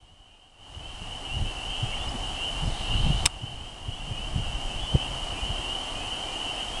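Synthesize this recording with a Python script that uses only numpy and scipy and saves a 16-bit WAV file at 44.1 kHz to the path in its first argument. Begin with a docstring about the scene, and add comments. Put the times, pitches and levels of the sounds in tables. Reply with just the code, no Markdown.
"""A marsh at dusk. A dense chorus of small frogs peeps over the wash of a far road, each call a short
whistle that rises as the vocal sac fills. Wind buffets the microphone of a hand-held camera and stirs
the reeds; dry stalks brush together and a far bird chips twice. The camera's gain starts low and creeps
up; one sharp click on its case knocks the gain down, and it creeps up again."""
import sys
import numpy as np
from scipy import signal
from scipy.fft import rfft, irfft, next_fast_len
from scipy.io import wavfile
from scipy.ndimage import uniform_filter1d, map_coordinates

SR = 44100
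rng = np.random.default_rng(int(sys.argv[2]) if len(sys.argv) > 2 else 0)


def int16_out(signal):
    """Quantize to a 16-bit WAV file."""
    q = np.round(np.clip(np.atleast_2d(signal).T, -1, 1) * 32767)
    wavfile.write(sys.argv[1], SR, q.astype(np.int16))


N = 299880


def amp(db):
    """Decibels to gain."""
    return 10 ** (np.asarray(db) / 20)


def unit(x):
    """Scale to rms 1."""
    return x / np.sqrt(np.mean(x ** 2) + 1e-20)


def curve(rows):
    """An automation lane: (time_s, value) rows as one value per sample."""
    return np.interp(np.arange(N) / SR, *np.transpose(rows))


def wobble(rate):
    """Smooth random modulation, rate knots a second."""
    knots = rng.standard_normal(int(N * rate / SR) + 4)
    return map_coordinates(knots, [np.arange(N) * rate / SR])


def filtered(x, response):
    """EQ x with a gain that is a function of frequency."""
    size = next_fast_len(N + SR // 2)
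    return irfft(rfft(x, size) * response(np.fft.rfftfreq(size, 1 / SR)), size)[:N]


def noise(spectrum):
    """Noise of rms 1, coloured by (freq_hz, level_db) rows."""
    hz, db = np.transpose(spectrum)
    white = rng.standard_normal(N)
    return unit(filtered(white, lambda f: amp(np.interp(np.log(f + 1), np.log(hz), db))))


def add(track, start_s, sound):
    """Mix a sound into the track from start_s on."""
    start = round(start_s * SR)
    first, last = max(start, 0), min(start + len(sound), len(track))
    if last > first:
        track[first:last] += sound[first - start:last - start]


# Tone of the far road: freq_hz, level_db
ROAD_SPECTRUM = [(30, -17), (100, -17), (280, -1), (430, -6), (600, -3), (760, 3.5), (930, -3), (1150, -5),
                 (1500, -11.5), (2200, -18.5), (4000, -61), (12000, -80)]
def road(level_db=-39):
    """The steady wash of a far road, with a slight waver."""
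    return amp(level_db + 0.48 * wobble(12)) * noise(ROAD_SPECTRUM)


# Tone of the hiss bed: freq_hz, level_db
HISS_SPECTRUM = [(100, 1), (1500, 0), (2400, 5.5), (3600, 2.5), (4500, 2), (6500, 0), (8500, -1),
                 (10000, -1.5), (10700, -10.5), (11200, -19.5), (12000, -21), (12600, -80)]
# Narrow resonances of the case around the microphone: freq_hz, width_hz, gain_db
CASE_RESONANCES = [(3430, 90, 0), (3930, 110, -2.5), (5355, 105, 0), (7100, 150, -0.5), (7870, 180, 3.5),
                   (8600, 96, -0.5)]
def hiss(level_db=-43):
    """A bed of hiss that sings faintly in the camera's case."""
    def case(f):
        return 1 + sum((amp(db) - 1) * 1j * f * width / (hz * hz - f * f + 1j * f * width)
                       for hz, width, db in CASE_RESONANCES)
    return amp(level_db) * filtered(noise(HISS_SPECTRUM), case)


# Strength of the wind at the microphone: time_s, level_db
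WIND_LEVELS = [(0, -33), (.5, -35.5), (.9, -32), (1.28, -35), (1.39, -23.5), (1.57, -34), (2, -29.5),
               (2.4, -36.5), (2.66, -27), (2.78, -30.5), (3.03, -24.5), (3.3, -30.5), (3.75, -34.5),
               (4.15, -29), (4.85, -34), (5.65, -36.5), (6.4, -44.5), (6.8, -36.5)]
# Tone of its rumble: freq_hz, level_db
RUMBLE_SPECTRUM = [(10, -15.5), (22, 1), (34, 0.5), (55, -5.5), (90, -8), (130, -9.5), (200, -17.5),
                   (300, -24), (600, -38), (1500, -82), (6000, -120)]
def wind(flurry_db=2.4, flurries_per_s=7):
    """Turbulence on the microphone: a dull, low rumble that swells and fades in flurries."""
    level_db = curve(WIND_LEVELS) + flurry_db * wobble(flurries_per_s)
    rumble = noise(RUMBLE_SPECTRUM) * amp(2.05 * wobble(25))
    lows = filtered(rumble, lambda f: 1 / (1 + (f / 90) ** 2))
    flow = lows + .3 * (rumble - lows)  # shelved down above 90 Hz
    running_rms = np.sqrt(np.abs(uniform_filter1d(flow ** 2, size=SR // 8)) + 1e-9)
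    return amp(level_db) * flow / running_rms


def peep(length_s, pitch_hz, rise_hz, arch=.15):
    """One frog call: a pure whistle that slides up as the vocal sac fills; arch eases off the slide."""
    progress = np.linspace(0, 1, max(int(length_s * SR), 2))
    hz = pitch_hz + rise_hz * (progress + arch * progress * (1 - progress))
    swell = np.abs(np.sin(np.pi * progress ** 1.13)) ** 0.64  # loudest just past the middle
    return swell * np.sin(2 * np.pi * np.cumsum(hz) / SR)


def marsh_reverb(x, wet_db, t60_s):
    """Reeds and the edge of the woods scatter a faint tail after each call."""
    t = np.arange(SR // 2) / SR
    tail = rng.standard_normal(len(t)) * amp(-60 * t / t60_s) * (1 - np.exp(-t / 0.032))
    return x + amp(wet_db) * signal.fftconvolve(x, tail / np.linalg.norm(tail))[:N]


def far_frogs(voices, count, rise_hz, length_s, shortest_period_s, spread_db):
    """Frogs call over and over, each at its own pitch, pace and distance."""
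    calls = np.zeros(N)
    pitches = np.interp((np.arange(count) + .5) / count, *np.transpose(voices))
    for pitch_hz, (slowness, distance, phase) in zip(pitches, rng.random((count, 3))):
        for beat, (late, sharp, loud, longer) in enumerate(rng.standard_normal((20, 4))):
            start_s = (beat - 1 + phase + .08 * late) * shortest_period_s * (1 + slowness / 2)
            if start_s < N / SR:
                slide_hz = rise_hz * np.exp(.2 * longer)
                start_hz = pitch_hz + 30 * sharp - slide_hz / 2
                call = peep(length_s * np.exp(0.149 * longer), start_hz, slide_hz)
                add(calls, start_s, amp(2 * loud - spread_db * distance) * call)
    return unit(marsh_reverb(calls, wet_db=-6.5, t60_s=0.5))


# Spread of voices in the frog crowd: share_calling_lower, pitch_hz
CROWD_VOICES = [(0, 2655), (.05, 2791), (.2, 2885), (.5, 2971), (0.849, 3071), (1.001, 3170)]
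def chorus(crowd_db=-36, swell_db=.5, neighbours_db=-46):
    """The crowd merges into a shimmering band; a few neighbours peep at a slower pace in front of it."""
    crowd = far_frogs(CROWD_VOICES, count=84, rise_hz=233, length_s=.115,
                      shortest_period_s=.45, spread_db=8.5)
    neighbours = far_frogs([(0, 2780), (1, 3100)], count=6, rise_hz=235.6, length_s=.11,
                           shortest_period_s=.8, spread_db=2.5)
    return amp(crowd_db + swell_db * wobble(3.01)) * crowd + amp(neighbours_db) * neighbours


# Foreground frog calls: start_s, length_s, start_pitch_hz, level_db
NEAR_CALLS = [(.19, .09, 2840, -32), (.27, .14, 2400, -44), (1.091, .12, 2870, -35), (1.23, .12, 2300, -49),
              (1.28, 0.097, 2690, -30), (1.31, .08, 2850, -32), (1.449, 0.087, 2590, -42),
              (1.59, 0.095, 2735, -37), (1.719, .16, 2580, -36.5), (1.75, 0.12, 2880, -34),
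              (1.95, .12, 3190, -43), (2.22, 0.098, 2780, -32), (2.36, 0.19, 2670, -34),
              (2.41, 0.093, 2880, -30), (2.84, .19, 2670, -31), (3.03, .12, 2620, -38),
              (3.1, .11, 2850, -31), (3.391, 0.12, 2880, -30), (3.89, 0.12, 3120, -42),
              (4.07, .15, 2390, -44), (4.13, 0.15, 2780, -32.5), (4.78, .1, 3200, -39.5),
              (4.869, 0.089, 2930, -29), (4.938, .16, 2500, -43), (4.99, 0.085, 2980, -33.5),
              (5.332, .11, 2360, -43), (5.63, 0.21, 2700, -31), (5.92, .16, 2410, -43),
              (6.03, .14, 2840, -34), (6.21, .16, 2290, -47), (6.4, .16, 2800, -33.5),
              (6.69, .11, 3040, -37)]
# Smaller frogs call higher, glide faster and arch more: start_pitch_hz, glide_hz_per_s, arch_amount
CALL_GLIDES = [(2300, 1150, 0), (2696, 2150, 0), (2948, 2350, .15), (3210, 2850, 0.66)]
def near_frogs():
    """Single calls stand out of the chorus; each glides at the pace of its frog's size."""
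    calls = np.zeros(N)
    voice_hz, glides, arches = np.transpose(CALL_GLIDES)
    for start_s, length_s, pitch_hz, db in NEAR_CALLS:
        rise_hz = length_s * np.interp(pitch_hz, voice_hz, glides)
        arch = np.interp(pitch_hz, voice_hz, arches)
        add(calls, start_s, amp(db) * peep(length_s, pitch_hz, rise_hz, arch))
    waver = amp(-0.3 + 1.8 * wobble(70))  # paths through the reeds fade in and out as the pitch slides
    return marsh_reverb(waver * calls, wet_db=-8.5, t60_s=0.38)


def swirls(count, base_db=-36.5, growth=1.56, pitch_hz=119):
    """Cues for small eddies that come at random and grow with the wind: time_s, peak_db, pitch_hz."""
    times_s = (np.arange(count) + rng.random(count)) / count * N / SR
    strength, smallness = rng.standard_normal((count, 2)).T
    wind_over_db = np.interp(times_s, *np.transpose(WIND_LEVELS)) + 30  # against a wind of -30 dB
    peaks_db = base_db + growth * wind_over_db + 2.2 * strength
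    return list(zip(times_s, peaks_db, pitch_hz * np.exp(0.29 * smallness)))


# The hardest wind hits on the microphone: time_s, peak_db, pitch_hz
STRONG_EDDIES = [(.771, -22.5, 76), (1.03, -31, 180), (1.37, -19, 65), (1.425, -18.5, 89),
                 (1.838, -19.5, 117), (2.152, -28.5, 240), (2.635, -25, 144), (2.68, -19.5, 95),
                 (2.955, -15, 72), (3.068, -16.5, 144), (3.105, -18, 150), (3.44, -17, 111),
                 (3.89, -17, 90.5), (4.118, -18, 104), (4.361, -13.5, 95), (4.396, -18, 80),
                 (4.954, -7.5, 105), (5.506, -25, 85)]
def eddies(core_s=0.01, wake_s=0.039, wake_db=-14.5, puff_db=-15.5, puff_db_per_octave=7.5):
    """Each eddy thumps: a swing or two of pressure, with a soft puff inside and a ragged wake."""
    t = np.arange(-SR // 8, SR // 8) / SR
    puff = noise([(60, 2.0), (200, 8.5), (400, -9.5), (650, -8), (1000, -50), (2500, -64), (8000, -100)])
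    wake = noise([(20, -9), (45, 0.5), (140, -2), (250, -15), (500, -30), (1500, -70), (6000, -110)])
    swings, puff_envelope, wake_envelope = np.zeros((3, N))
    for time_s, db, hz in STRONG_EDDIES + swirls(count=60):
        start_s = time_s + t[0]
        squeeze = amp(-0.46 * max(db + 20, 0))  # above -20 dB, harder hits are over sooner
        core = amp(db) * np.exp(-(t / (core_s * squeeze)) ** 2)
        puffiness = amp(puff_db + puff_db_per_octave * np.log2(hz / 100))  # smaller eddies are puffier
        add(swings, start_s, core * np.cos(2 * np.pi * hz * t))
        add(puff_envelope, start_s, core * puffiness)
        add(wake_envelope, start_s, amp(db + wake_db) * np.exp(-(t / (wake_s * squeeze)) ** 2))
    return swings + puff_envelope * puff + wake_envelope * wake


# Quick brushes of dry stalks: time_s, level_db
STALK_BRUSHES = [(1.935, -40.5), (1.975, -44)]
def stalks(width_s=0.0096):
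    """Dry stalks brush against each other in short, papery scrapes."""
    t = np.arange(N) / SR
    scrape = noise([(300, -50), (1800, -5), (2250, 6), (2700, -8), (4500, -36), (12000, -80)])
    return scrape * sum(amp(db) * np.exp(-((t - time_s) / width_s) ** 2) for time_s, db in STALK_BRUSHES)


# Chips of a far bird: time_s, pitch_hz, level_db
BIRD_CHIPS = [(2.092, 5070, -34.5), (2.66, 5200, -43)]
def bird(width_s=0.0046):
    """A far bird gives two thin chips, each a blip of pure tone."""
    t = np.arange(N) / SR
    return sum(amp(db) * np.exp(-((t - time_s) / width_s) ** 2) * np.sin(2 * np.pi * hz * t)
               for time_s, hz, db in BIRD_CHIPS)


# Swell of a gust in the reeds: time_s, level_db
REED_LEVELS = [(0, -56), (2.55, -59), (2.75, -46.5), (3.2, -46.5), (3.35, -65), (6.8, -70)]
# Tone of their rustle: freq_hz, level_db
RUSTLE_SPECTRUM = [(1000, -28), (2400, -4), (3700, 9), (4600, 1), (6000, -16), (10500, -30), (12500, -80)]
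def reeds():
    """A gust lifts the dry reeds into a bright, fluttering rustle."""
    return amp(curve(REED_LEVELS) + wobble(29.5)) * noise(RUSTLE_SPECTRUM)


# Contacts within the click: start_s, first_2ms_rms_db, t60_s, ping_hz, ping_share
CLICK_CONTACTS = [(3.2558, -16.5, 0.036, 3730, 0.36), (3.2605, -11, 0.0048, 7950, 0.81),
                  (3.2602, -16.5, 0.024, 5360, 0.66), (3.272, -24.5, 0.014, 1220, 0.8)]
# Tone of the click's grit: freq_hz, level_db
GRIT_SPECTRUM = [(100, -13), (600, -11), (1200, 0), (1650, -11), (2600, 2), (3700, -0.5), (4800, -5),
                 (6500, -7.5), (8500, 1), (10500, -9.5), (12500, -35), (16000, -28)]
def click():
    """A catch on the case scrapes, snaps home and rebounds; each contact makes the plastic ping."""
    t = np.arange(SR // 20) / SR
    track, grit = np.zeros(N), noise(GRIT_SPECTRUM)
    for start_s, db, t60_s, ping_hz, ping_share in CLICK_CONTACTS:
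        scrape = grit[round(start_s * SR):][:len(t)]
        ping = np.sin(2 * np.pi * ping_hz * t)
        envelope = amp(-60 * t / t60_s) * (1 - np.exp(-t / 0.00013))
        contact = ((1 - ping_share) * scrape + ping_share * ping) * envelope
        add(track, start_s, amp(db) * contact / np.std(contact[:SR // 500]))
    return track


def knock(time_s=4.957, level_db=-17.5, pitch_hz=460, width_s=0.0016):
    """The strongest eddy breaks on the microphone with a short, hollow knock."""
    t = np.arange(N) / SR - time_s
    return amp(level_db) * np.exp(-(t / width_s) ** 2) * np.sin(2 * np.pi * pitch_hz * t)


def scene():
    """The mono mix of everything that reaches the microphone."""
    animals = near_frogs() + chorus() + bird()
    weather = wind() + reeds() + eddies() + knock() + stalks()
    return (animals + weather + road() + hiss() + click())[None]


def gain_control(x, start_db, ceiling_db, hold_s, recovery_s, attack_s):
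    """The camera's gain starts low and creeps up; a treble peak ducks it, and it holds, then recovers."""
    step = SR // 200  # 5 ms control steps
    treble = np.diff(x, prepend=0)
    treble_power = uniform_filter1d(treble ** 2, size=4 * step, origin=2 * step - 1)
    sidechain = np.sqrt(np.abs(treble_power))[::step]
    gain, wait_s, gains, step_s = amp(start_db), hold_s, [], step / SR
    for level in sidechain:
        if level * gain > amp(ceiling_db):
            gain, wait_s = amp(ceiling_db) / level, hold_s
        elif wait_s > 0:
            wait_s -= step_s
        else:
            gain += (1 - gain) * step_s / recovery_s
        gains.append(gain)
    lag = np.exp(-step_s / attack_s)
    smooth_gain = signal.lfilter([0, 1 - lag], [1, -lag], gains)
    return x * np.interp(np.arange(N), np.arange(len(gains)) * step, smooth_gain)


def record(dry):
    """The camera's chain: automatic gain, a soft clip on the loudest peak, and a steep low-pass."""
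    clip_level, cutoff_hz = .9, 16300
    ridden = gain_control(dry[0], start_db=-23.5, ceiling_db=-27.5,
                          hold_s=0.55, recovery_s=0.97, attack_s=0.0086)
    rounded = ridden / (1 + (ridden / clip_level) ** 6) ** (1 / 6)
    return filtered(rounded, lambda f: 1 / np.sqrt(1 + (f / cutoff_hz) ** 120))[None]


dry = scene()
out = record(dry)
int16_out(out)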